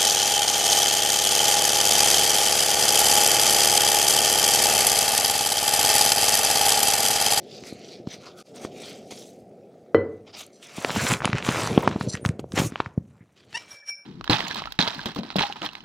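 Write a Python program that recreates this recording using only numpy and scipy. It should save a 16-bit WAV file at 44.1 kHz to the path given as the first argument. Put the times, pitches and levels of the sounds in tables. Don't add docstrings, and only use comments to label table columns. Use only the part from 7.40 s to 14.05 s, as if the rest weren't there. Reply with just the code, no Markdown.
import sys
import numpy as np
from scipy import signal
from scipy.fft import rfft, irfft
from scipy.io import wavfile
from scipy.ndimage import uniform_filter1d

SR = 44100
rng = np.random.default_rng(int(sys.argv[2]) if len(sys.argv) > 2 else 0)


def inscribe(sig):
    pcm = np.round(np.clip(np.atleast_2d(sig).T, -1, 1) * 32767)
    wavfile.write(sys.argv[1], SR, pcm.astype(np.int16))


def convert_level_to_amplitude(level_db):
    exponent = np.asarray(level_db, float) / 20
    return 10 ** exponent


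N = 293265

# t/s, share of the hands against spatula and room (0-1)
HANDS_SHARE = [(0, 0.08), (3.2, 0.05), (3.5, 0.88), (6.65, 0.95)]
# peak t/s, rise/s, fall/s, rub level/dB, hiss/dB re rub, scrape/dB re rub
STROKES = [(0.165, 0.19, 0.12, -48, -14.5, -13), (0.28, 0.074, 0.1, -46, -6, -8.5),
           (0.53, 0.34, 0.1, -48.5, -15.5, -10.5), (0.74, 0.076, 0.05, -41.5, -11.5, -11),
           (0.87, 0.12, 0.09, -48.5, -14.5, -9), (1.0, 0.048, 0.051, -50.5, -2.5, -9),
           (1.075, 0.052, 0.075, -54.5, -3, -9), (1.17, 0.037, 0.083, -49, -5.5, -4),
           (1.245, 0.047, 0.05, -45, -2, 2), (1.469, 0.18, 0.18, -43.5, -8, -8.5),
           (1.712, 0.008, 0.031, -39.5, -6.5, -3.5), (1.78, 0.15, 0.23, -51, 1, -14),
           (2.882, 0.021, 0.048, -50, -35, -2.5), (2.946, 0.021, 0.14, -43.5, -35, -6.5),
           (3.01, 0.065, 0.051, -42, -1.5, -6), (3.231, 0.015, 0.071, -46, -4, -38),
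           (3.32, 0.084, 0.085, -53, -30, -27), (3.385, 0.05, 0.053, -43.5, 1.5, -5),
           (3.48, 0.29, 0.15, -50, -22, -3), (3.57, 0.068, 0.085, -35.5, -1, -3),
           (3.72, 0.4, 0.081, -31, -3.5, 2), (3.85, 0.044, 0.15, -39.5, -16, 5.5),
           (3.985, 0.06, 0.035, -36, -22.5, 4.5), (4.069, 0.045, 0.29, -35, -5, 0.5),
           (4.19, 0.19, 0.33, -32.5, -7.5, 3.5), (4.432, 0.013, 0.04, -48.5, -10.5, 16),
           (4.47, 0.055, 0.22, -43, -34, 1.5), (4.621, 0.062, 0.1, -44, -5.5, -2),
           (4.754, 0.065, 0.061, -45.5, -12.5, -3.5), (4.851, 0.011, 0.055, -57, 13.5, 18.5),
           (4.905, 0.088, 0.029, -58, -17, 3), (4.996, 0.007, 0.019, -50.5, 0.5, 8),
           (5.19, 0.043, 0.07, -27.5, -4, 2.5), (5.258, 0.13, 0.044, -43.5, 7.5, -9.5),
           (5.41, 0.2, 0.11, -52.5, -19, 4.5), (5.974, 0.021, 0.19, -58, -18.5, -16),
           (6.176, 0.097, 0.16, -48.5, -11.5, -4), (6.335, 0.098, 0.087, -54, -4, -2),
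           (6.494, 0.04, 0.028, -49.5, -1, -4)]
REST_LEVELS = [-79.5, -80, -71]
EDGE_DB = -23
RISE_FLATNESS, FALL_FLATNESS = 1.76, 1.33

# f/Hz, level/dB per Hz
RUB_SPECTRUM = [(880, -25), (1500, -11), (2680, -5), (4060, -9), (7500, -21), (9750, -38.5), (16500, -120)]
HISS_SPECTRUM = [(3530, -28), (6000, -1.5), (6700, -2.5), (9010, -5), (11000, -11.5), (14500, -18),
                 (16000, -23)]
SCRAPE_SPECTRUM = [(330, -4.5), (550, 4), (1300, 1), (1900, -9.5), (2600, -15.5)]
WIPE_SPECTRUM = [(1500, -28.5), (2200, -5), (3300, 2), (4300, 1.5), (6000, -0.5), (7500, -11), (10000, -37)]
SQUELCH_SPECTRUM = [(500, 0.5), (800, 0), (1050, -8.5), (1300, -0.5), (1600, -9.5), (2200, -5),
                    (2800, -16.5)]
FLEX_SPECTRUM = [(29, -44.5), (50, -7), (119, 5), (231, -0.5), (386, -3), (471, -7), (1000, -36),
                 (1300, -54.5), (2200, -120)]
RUMBLE_SPECTRUM = [(29, -76.5), (50, -43), (113, -13), (211, -4.5), (328, -9), (367, -3), (740, -10),
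                   (1000, -39.5), (1300, -66), (2200, -120)]

# t/s, f/Hz
WIPE_FOCUS = [(0.15, 4920), (0.5, 3750), (0.74, 3520), (1.2, 4280), (1.47, 3240), (1.715, 3300),
              (1.77, 6600), (2.8, 2500)]
# t/s, level/dB
LOW_LEVEL = [(0, -44), (1.0, -48.5), (1.2, -42), (2.53, -50.5), (3.06, -54), (3.31, -54), (3.6, -31),
             (3.8, -35), (4.47, -30), (4.82, -38.5), (4.93, -36.5), (5.1, -47.5), (5.2, -21.5),
             (5.31, -47.5), (5.6, -54.5), (5.7, -59), (5.94, -59.5), (6.03, -51), (6.25, -52),
             (6.45, -72.5)]
# centre f/Hz, width/Hz, level/dB
FOLD_BANDS = [(4260, 700, 0), (5050, 190, 0), (5950, 330, 6.5), (7370, 370, 0.5), (8500, 350, -4),
              (10070, 960, -11)]
# peak t/s, rise/s, fall/s, level/dB
FOLD_RUBS = [(3.135, 0.014, 0.12, -58), (4.7, 0.022, 0.017, -33), (4.735, 0.029, 0.037, -36.5)]
# peak t/s, rise/s, fall/s, level/dB, f/Hz, width/Hz
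CATCHES = [(0.27, .05, .06, -54.5, 2080, 400), (0.725, 0.044, .05, -49, 2180, 350),
           (0.72, 0.037, 0.056, -46, 6040, 600), (0.865, 0.059, 0.077, -48, 1230, 650),
           (1.0, 0.067, 0.044, -53, 1350, 330), (4.745, 0.014, .04, -40, 1800, 500),
           (4.825, 0.017, .03, -50, 9200, 900), (5.82, .05, .04, -66, 2000, 900),
           (6.432, .015, .015, -50, 1760, 120)]
# t/s, level/dB, ring f/Hz, sharp edge level/dB re ring
SNAPS = [(0.2378, -31, 2430, -6), (0.6721, -27.5, 870, 3), (1.2499, -20, 1040, -29),
         (3.3803, -22.5, 730, -15), (3.4476, -4, 2500, -23), (3.4961, -13, 1080, -21),
         (3.505, -11, 1510, -10), (3.5616, -12.5, 870, -19.5), (3.668, -10, 1910, -12),
         (3.7186, -17, 1260, -6), (3.7377, -5.5, 2500, -7.5), (3.805, -15.5, 1590, -32),
         (3.82, -15, 1300, -23), (3.847, -7.5, 970, -8), (3.855, -4.5, 2380, -5), (3.877, -9, 940, -32),
         (3.931, -9, 1390, -9.5), (3.9836, -12.5, 2260, -15), (4.026, -14.5, 2500, -31),
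         (4.0488, -15.5, 2900, -13), (4.0899, -6.5, 1350, -7.5), (4.274, -12, 1130, 1.5),
         (4.3775, -4, 740, -4.5), (4.3807, -9.5, 845, -25), (4.4766, 1, 960, -19),
         (4.514, -19.5, 1200, -10), (4.5621, -17.5, 720, -6), (4.6109, -10.5, 1150, -13),
         (4.7527, -15.5, 1820, -6), (4.773, -26, 1740, -5), (4.851, -6.5, 1300, -14),
         (4.861, -15.5, 5950, -3), (4.8904, -19, 2010, -4), (4.995, -31.5, 825, 6.5),
         (5.121, -20.5, 4600, -27), (5.17, -23, 1194, -10), (5.3216, -27.5, 1350, -9),
         (5.358, -14.5, 1240, -5.5), (5.403, -1.5, 1030, -47.5), (5.4609, -17.5, 1480, -41),
         (5.578, -21, 430, -45), (6.1293, -30.5, 1757, -5.5)]
# t/s, peak level/dB, f/Hz inside the band
TICKS = [(3.066, -38, 10100), (4.108, -28, 8000), (4.204, -29, 6540), (4.219, -27, 6440),
         (4.267, -31.5, 9500), (4.392, -38, 11570), (4.425, -32.5, 12950), (4.438, -37, 12500),
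         (4.4766, -34.5, 8900), (6.561, -54, 7000)]
# t/s, level/dB, f/Hz at the peak of the swing
THUMPS = [(0.2268, -30, 280), (0.326, -21.5, 290), (0.6733, -18, 221), (1.2491, -17.5, 366),
          (1.722, -27.5, 447), (3.384, -21, 260), (3.4481, -12.5, 440), (3.649, -17, 257),
          (3.7244, -14.5, 161), (3.8568, -13, 210), (3.894, -18, 197.2), (3.9325, -15, 155),
          (4.0884, -9, 209), (4.3774, 0, 273), (4.4757, -7, 282), (4.56, -12.5, 223), (4.611, -15.5, 179),
          (4.6763, -19.5, 218), (4.743, -18.5, 160), (4.86, -10, 146), (4.8941, -11.5, 148),
          (4.9941, -18.5, 327.4), (5.0427, -21.5, 448), (5.139, -16, 192), (5.1774, -10, 382),
          (5.1994, -11, 213), (5.219, -12, 245), (5.3227, -22.5, 235), (5.402, -14, 398),
          (5.466, -25.5, 131.5), (5.5783, -9.5, 171.5), (5.8098, -35.5, 151.4)]

# start t/s, length/s, first slips/Hz, level/dB, unevenness
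SQUEAKS = [(6.139, 0.027, 860, -26.5, 0.15), (6.162, 0.021, 915, -30.5, 0.29)]
SLIP_HARMONICS = [-3.5, 1.5, 3.5, -10, -7.5, -4, -17, -16, -17, -20, -21]
# peak t/s, rise/s, fall/s, drive level/dB at 3500 Hz, tilt/dB per octave
DRAGS = [(6.167, 0.0039, 0.017, -35, -1.5), (6.311, 0.011, 0.038, -40, 7.5), (6.349, 0.1, 0.14, -46, -4.5),
         (6.492, 0.037, 0.034, -30, 3.5), (6.551, 0.045, 0.15, -45.5, 0)]
# f/Hz, level/dB, t60/s
GLASS_MODES = [(576, -24.5, 0.14), (1610, -18, 0.012), (2325, -8.5, 0.27), (5327, -8, 0.27),
               (5510, -7, 0.4), (5588, -4.5, 0.085), (9600, -26.5, 0.17), (10200, -27, 0.086),
               (13400, -42, 0.11)]
# t/s, level/dB
NOZZLE_TAPS = [(6.308, -48), (6.479, -36.5)]
# f/Hz, level/dB re knock, t60/s
BOWL_MODES = [(97, -23, 0.35), (229, -27, 0.4), (335.7, -1.5, 0.057), (435, -21.5, 0.5), (457, 0.5, 0.09),
              (481, -16, 0.25), (520, -5.5, 0.055), (700, -19, 0.068), (1300, 5.5, 0.0048),
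              (1983, -29.5, 0.17), (2000, -25, 0.27), (2500, -17.5, 0.008), (3052, -34, 0.125),
              (4186, -37, 0.09), (5000, -30.5, 0.0049), (5600, -52, .08)]
# f/Hz, t60/s
KITCHEN_DECAY = [(100, 0.79), (500, 0.48), (2000, 0.35), (3200, 0.24)]


def handled(by_hands, otherwise, share):
    return np.sqrt(share) * by_hands + np.sqrt(1 - share) * otherwise


def sheet():
    rub_gain, hiss_gain, scrape_gain = strokes()
    share = np.interp(np.arange(N) / SR, *np.transpose(HANDS_SHARE))
    hand_rub, hand_scrape = hands()
    wipe, squelch = spatula()
    rub = rub_gain * evened(handled(hand_rub, wipe, share))
    hiss = hiss_gain * fine_hiss()
    scrape = scrape_gain * handled(hand_scrape, squelch, share)
    low_gain = convert_level_to_amplitude(np.interp(np.arange(N) / SR, *np.transpose(LOW_LEVEL)))
    low = low_gain * handled(flexing(), room_rumble(), share)
    return rub + hiss + scrape + low + air(share)


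def strokes():
    power = convert_level_to_amplitude(2 * np.array(REST_LEVELS))[:, None] * np.ones(N)
    for *shape, rub_db, hiss_db, scrape_db in STROKES:
        levels = rub_db + np.array([0, hiss_db, scrape_db])
        power = power + convert_level_to_amplitude(2 * levels)[:, None] * swell(*shape)
    return np.sqrt(power)


def hands():
    surface = patchy(grit(6500, 2.9), 2.95, size=256, flicker_db=2.0)
    scrape = evened(colour(surface, SCRAPE_SPECTRUM) + 0.65 * crackle())
    return colour(surface, RUB_SPECTRUM), scrape


def crackle():
    total = np.zeros(N)
    for hz in np.geomspace(700, 4500, 7):
        pop = burst(hz, 0.33, 0.27, 0, span=200)
        total += signal.oaconvolve(grit(40, 2.1), pop, "same")
    return evened(total)


def spatula():
    wet = patchy(grit(9000, 2.3), 3.1, size=256, flicker_db=1.6)
    wipe = focus(colour(wet, WIPE_SPECTRUM), 3.7, 0.5)
    return wipe, colour(wet, SQUELCH_SPECTRUM)


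def focus(x, lift_db, octaves):
    hz, t, z = signal.stft(x, SR, nperseg=256)
    centre_hz = np.interp(t, *np.transpose(WIPE_FOCUS))
    away = np.log2((hz[:, None] + 1) / centre_hz) / octaves
    lift = convert_level_to_amplitude(lift_db * np.exp(-away ** 2))
    return evened(signal.istft(z * lift, nperseg=256)[1][:N])


def fine_hiss():
    return colour(patchy(grit(20000, 1.2), 2.9, size=256, flicker_db=3.0), HISS_SPECTRUM)


def flexing():
    return colour(patchy(grit(700, 0.91), 3.2, size=1024, flicker_db=5.0), FLEX_SPECTRUM)


def fold():
    hz = np.fft.rfftfreq(N, 1 / SR)
    bands = np.zeros(len(hz))
    for centre_hz, width, db in FOLD_BANDS:
        bands += convert_level_to_amplitude(db) / (1 + (2 * (hz - centre_hz) / width) ** 2) ** 1.2
    gain = np.sqrt(sum(convert_level_to_amplitude(2 * db) * swell(*shape) for *shape, db in FOLD_RUBS))
    return gain * evened(irfft(rfft(grit(5300, 2.6)) * bands, N))


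def catches():
    hz = np.fft.rfftfreq(N, 1 / SR)
    slips = rfft(grit(4000, 2.7))
    out = np.zeros(N)
    for *shape, db, centre_hz, width in CATCHES:
        band = 1 / (1 + (2 * (hz - centre_hz) / width) ** 4)
        out += convert_level_to_amplitude(db) * np.sqrt(swell(*shape)) * evened(irfft(slips * band, N))
    return out


def snaps():
    out, span = np.zeros(N), 1500
    t = np.arange(-span, span) / SR
    rattle_band = signal.butter(2, [500, 3500], "band", fs=SR)
    for s, db, hz, edge_db in SNAPS:
        body = rng.choice([-1, 1]) * burst(hz, 0.25, 0.36, 0, span=span)
        body = signal.filtfilt(*signal.butter(2, 2.1 * hz, fs=SR), body)
        edge_hz = 4400 * 2 ** (0.46 * np.clip(rng.standard_normal(), -2, 2))
        edge_band = signal.butter(3, [edge_hz / 1.45, edge_hz * 1.47], "band", fs=SR)
        edge = rng.standard_normal(len(t)) * np.exp(-np.abs(t + 0.000067) / 0.00052)
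        edge = signal.lfilter(*edge_band, edge)
        rattle = rng.standard_normal(len(t)) * (t > 0) * convert_level_to_amplitude(-12.0 - 60 * t / 0.018)
        rattle = signal.lfilter(*rattle_band, rattle)
        dull = signal.butter(3, min(5.02 * hz, SR * .45), fs=SR)
        snap = signal.filtfilt(*dull, body + convert_level_to_amplitude(edge_db) * edge / abs(edge).max() + rattle)
        gap = round(SR * 0.00027 * 2 ** np.clip(rng.standard_normal(), -1, 1))
        add(out, s - span / SR, convert_level_to_amplitude(db) * (snap - 0.29 * np.roll(snap, gap)))
    return out


def ticks():
    out, span = np.zeros(N), 400
    t = np.arange(-span, span) / SR
    for s, db, hz in TICKS:
        band = signal.butter(2, [hz / 1.7, hz * 1.3], "band", fs=SR)
        puff = rng.standard_normal(len(t)) * np.exp(-np.abs(t) / .0009)
        puff = signal.filtfilt(*band, puff)
        add(out, s - span / SR, convert_level_to_amplitude(db) * puff / abs(puff).max())
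    return out


def thumps():
    out, span = np.zeros(N), 3000
    for s, db, hz in THUMPS:
        swing = burst(hz, .22, 0.41, 0.44, span=span)
        swing = signal.filtfilt(*signal.butter(2, 4.5 * hz, fs=SR), swing)
        add(out, s - span / SR, rng.choice([-1, 1]) * convert_level_to_amplitude(db) * swing)
    return out


def squeak():
    out = np.zeros(N)
    speedup = 3340
    for s, length, per_s, db, jitter in SQUEAKS:
        t = np.arange(0, length, 1 / SR)
        shake = uniform_filter1d(rng.standard_normal(4000), size=60)[:len(t)]
        turns = np.cumsum((per_s + speedup * t) * (1 + jitter * shake)) / SR
        slips = np.zeros(len(t))
        for k, harmonic_db in enumerate(SLIP_HARMONICS, start=1):
            slips -= convert_level_to_amplitude(harmonic_db) * np.cos(2 * np.pi * k * turns)
        shape = np.sin(np.pi * (t / length) ** (1 / 0.69))
        add(out, s, convert_level_to_amplitude(db) * shape * evened(slips))
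    return out


def glass():
    first_s, first_rise_s = DRAGS[0][:2]
    start = round((first_s - 2 * first_rise_s) * SR)
    shapes = [swell(*row[:3])[start:] for row in DRAGS]
    swell_in = 1 - np.exp(-(np.arange(SR // 2) / SR / .003) ** 2)
    out = np.zeros(N)
    for hz, mode_db, t60 in GLASS_MODES:
        octaves = np.log2(hz / 3500)
        power = np.zeros(N - start)
        for shape, (*_, db, tilt) in zip(shapes, DRAGS):
            power += convert_level_to_amplitude(2 * (db + tilt * octaves)) * shape
        push = evened(grit(2700, 3.9))[start:] * np.sqrt(power)
        mode = ring(hz, t60, SR // 2) + 0.45 * ring(hz * 1.005, 0.8 * t60, SR // 2)
        mode = mode * swell_in
        out[start:] += convert_level_to_amplitude(mode_db) * signal.fftconvolve(push, mode / np.linalg.norm(mode))[:N - start]
    return out


def taps():
    out = np.zeros(N)
    hz, _, t60 = GLASS_MODES[2]
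    note = ring(hz, 1.8 * t60, SR // 2) - ring(hz * .995, 1.3 * t60, SR // 2)
    for s, db in NOZZLE_TAPS:
        add(out, s, convert_level_to_amplitude(db) * note)
    return out


def knock():
    out, t = np.zeros(N), np.arange(SR // 2) / SR
    modes = np.zeros(len(t))
    for hz, db, t60 in BOWL_MODES:
        build = 1 - np.exp(-(t * hz / 0.76) ** 2)
        modes += convert_level_to_amplitude(db) * ring(hz, t60, len(t)) * build
    add(out, 2.5455, convert_level_to_amplitude(-3.5) * modes)
    return out


def kitchen(x):
    echoes = np.zeros(SR // 2)
    at = np.arange(200, len(echoes) - 20, 20)
    echoes[at + rng.integers(0, 20, len(at))] = rng.choice([-1., 1.], len(at))
    hz, t, z = signal.stft(echoes, SR, nperseg=256)
    decay = convert_level_to_amplitude(-60 * t / read(KITCHEN_DECAY, hz)[:, None])
    tail = signal.istft(z * decay, SR, nperseg=256)[1]
    return signal.fftconvolve(x, tail / np.linalg.norm(tail))[:N]


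def room_rumble():
    return colour(rng.standard_normal(N), RUMBLE_SPECTRUM)


def air(share):
    noise = signal.lfilter([1], [1, -.7], rng.standard_normal(N))
    return convert_level_to_amplitude(-76 - 5.9 * share) * evened(noise)


def grit(per_s, spread_db):
    size = convert_level_to_amplitude(spread_db * np.minimum(rng.exponential(1, N), 5))
    return size * rng.standard_normal(N) * (rng.random(N) < per_s / SR)


def patchy(x, depth_db, size, flicker_db):
    z = signal.stft(x, nperseg=size)[2]
    patches = uniform_filter1d(rng.standard_normal(z.shape), size=4, axis=0)
    patches = evened(uniform_filter1d(patches, size=22, axis=1))
    flicker = evened(uniform_filter1d(rng.standard_normal(z.shape[1]), size=3))
    gain = convert_level_to_amplitude(depth_db * patches + flicker_db * flicker)
    return evened(signal.istft(z * gain, nperseg=size)[1][:N])


def swell(peak_s, rise_s, fall_s):
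    t = np.arange(N) / SR - peak_s
    rise = np.abs(t / rise_s) ** RISE_FLATNESS
    fall = np.abs(t / fall_s) ** FALL_FLATNESS
    return convert_level_to_amplitude(np.maximum(2 * EDGE_DB * np.where(t < 0, rise, fall), -300))


def burst(hz, rise, fall, sag, span):
    turns = np.arange(-span, span) / SR * hz
    rising = np.exp(-(turns / rise) ** 2)
    falling = np.exp(1 - np.hypot(1, turns / fall))
    phase = (1 - sag) * turns + sag * np.tanh(turns)
    return np.where(turns < 0, rising, falling) * np.cos(2 * np.pi * phase)


def ring(hz, t60, length):
    t = np.arange(length) / SR
    return convert_level_to_amplitude(-60 * t / t60) * np.sin(2 * np.pi * hz * t)


def evened(x):
    return x / np.sqrt(np.mean(x ** 2) + 1e-20)


def read(points, hz):
    f, value = np.transpose(points)
    return np.interp(np.log(hz + 1), np.log(f + 1), value)


def colour(x, points):
    hz = np.fft.rfftfreq(len(x), 1 / SR)
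    inside = (hz > points[0][0]) & (hz < points[-1][0])
    return evened(irfft(rfft(x) * convert_level_to_amplitude(read(points, hz)) * inside, len(x)))


def add(mix, s, sound):
    part = mix[round(s * SR):][:len(sound)]
    part += sound[:len(part)]


def scene():
    near = snaps() + ticks() + thumps() + squeak()
    far = knock()
    echoes = kitchen(convert_level_to_amplitude(-21.5) * near + convert_level_to_amplitude(-9.0) * far)
    mid = near + far + echoes + sheet() + fold() + catches() + glass() + taps()
    since = np.arange(N) / SR - 1.027
    mid = mid * np.where(since < 0, 1, np.clip(since / 0.098, 0, 1))
    treble = signal.lfilter(*signal.butter(1, 1500, "high", fs=SR), mid)
    side = convert_level_to_amplitude(-32) * np.roll(treble, 9)
    return np.array([mid + side, mid - side])


def roll_off(x):
    return signal.sosfilt(signal.butter(12, 16420, fs=SR, output="sos"), x)


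def record(dry):
    bass_cut = signal.butter(3, 70, "high", fs=SR, output="sos")
    band_limit = signal.firwin(255, 16100, window=("kaiser", 8), fs=SR)
    heard = signal.oaconvolve(signal.sosfilt(bass_cut, dry), band_limit[None], "same")
    mix = np.clip(heard, -1, 1)
    return roll_off(mix)


dry = scene()
out = record(dry)
inscribe(out)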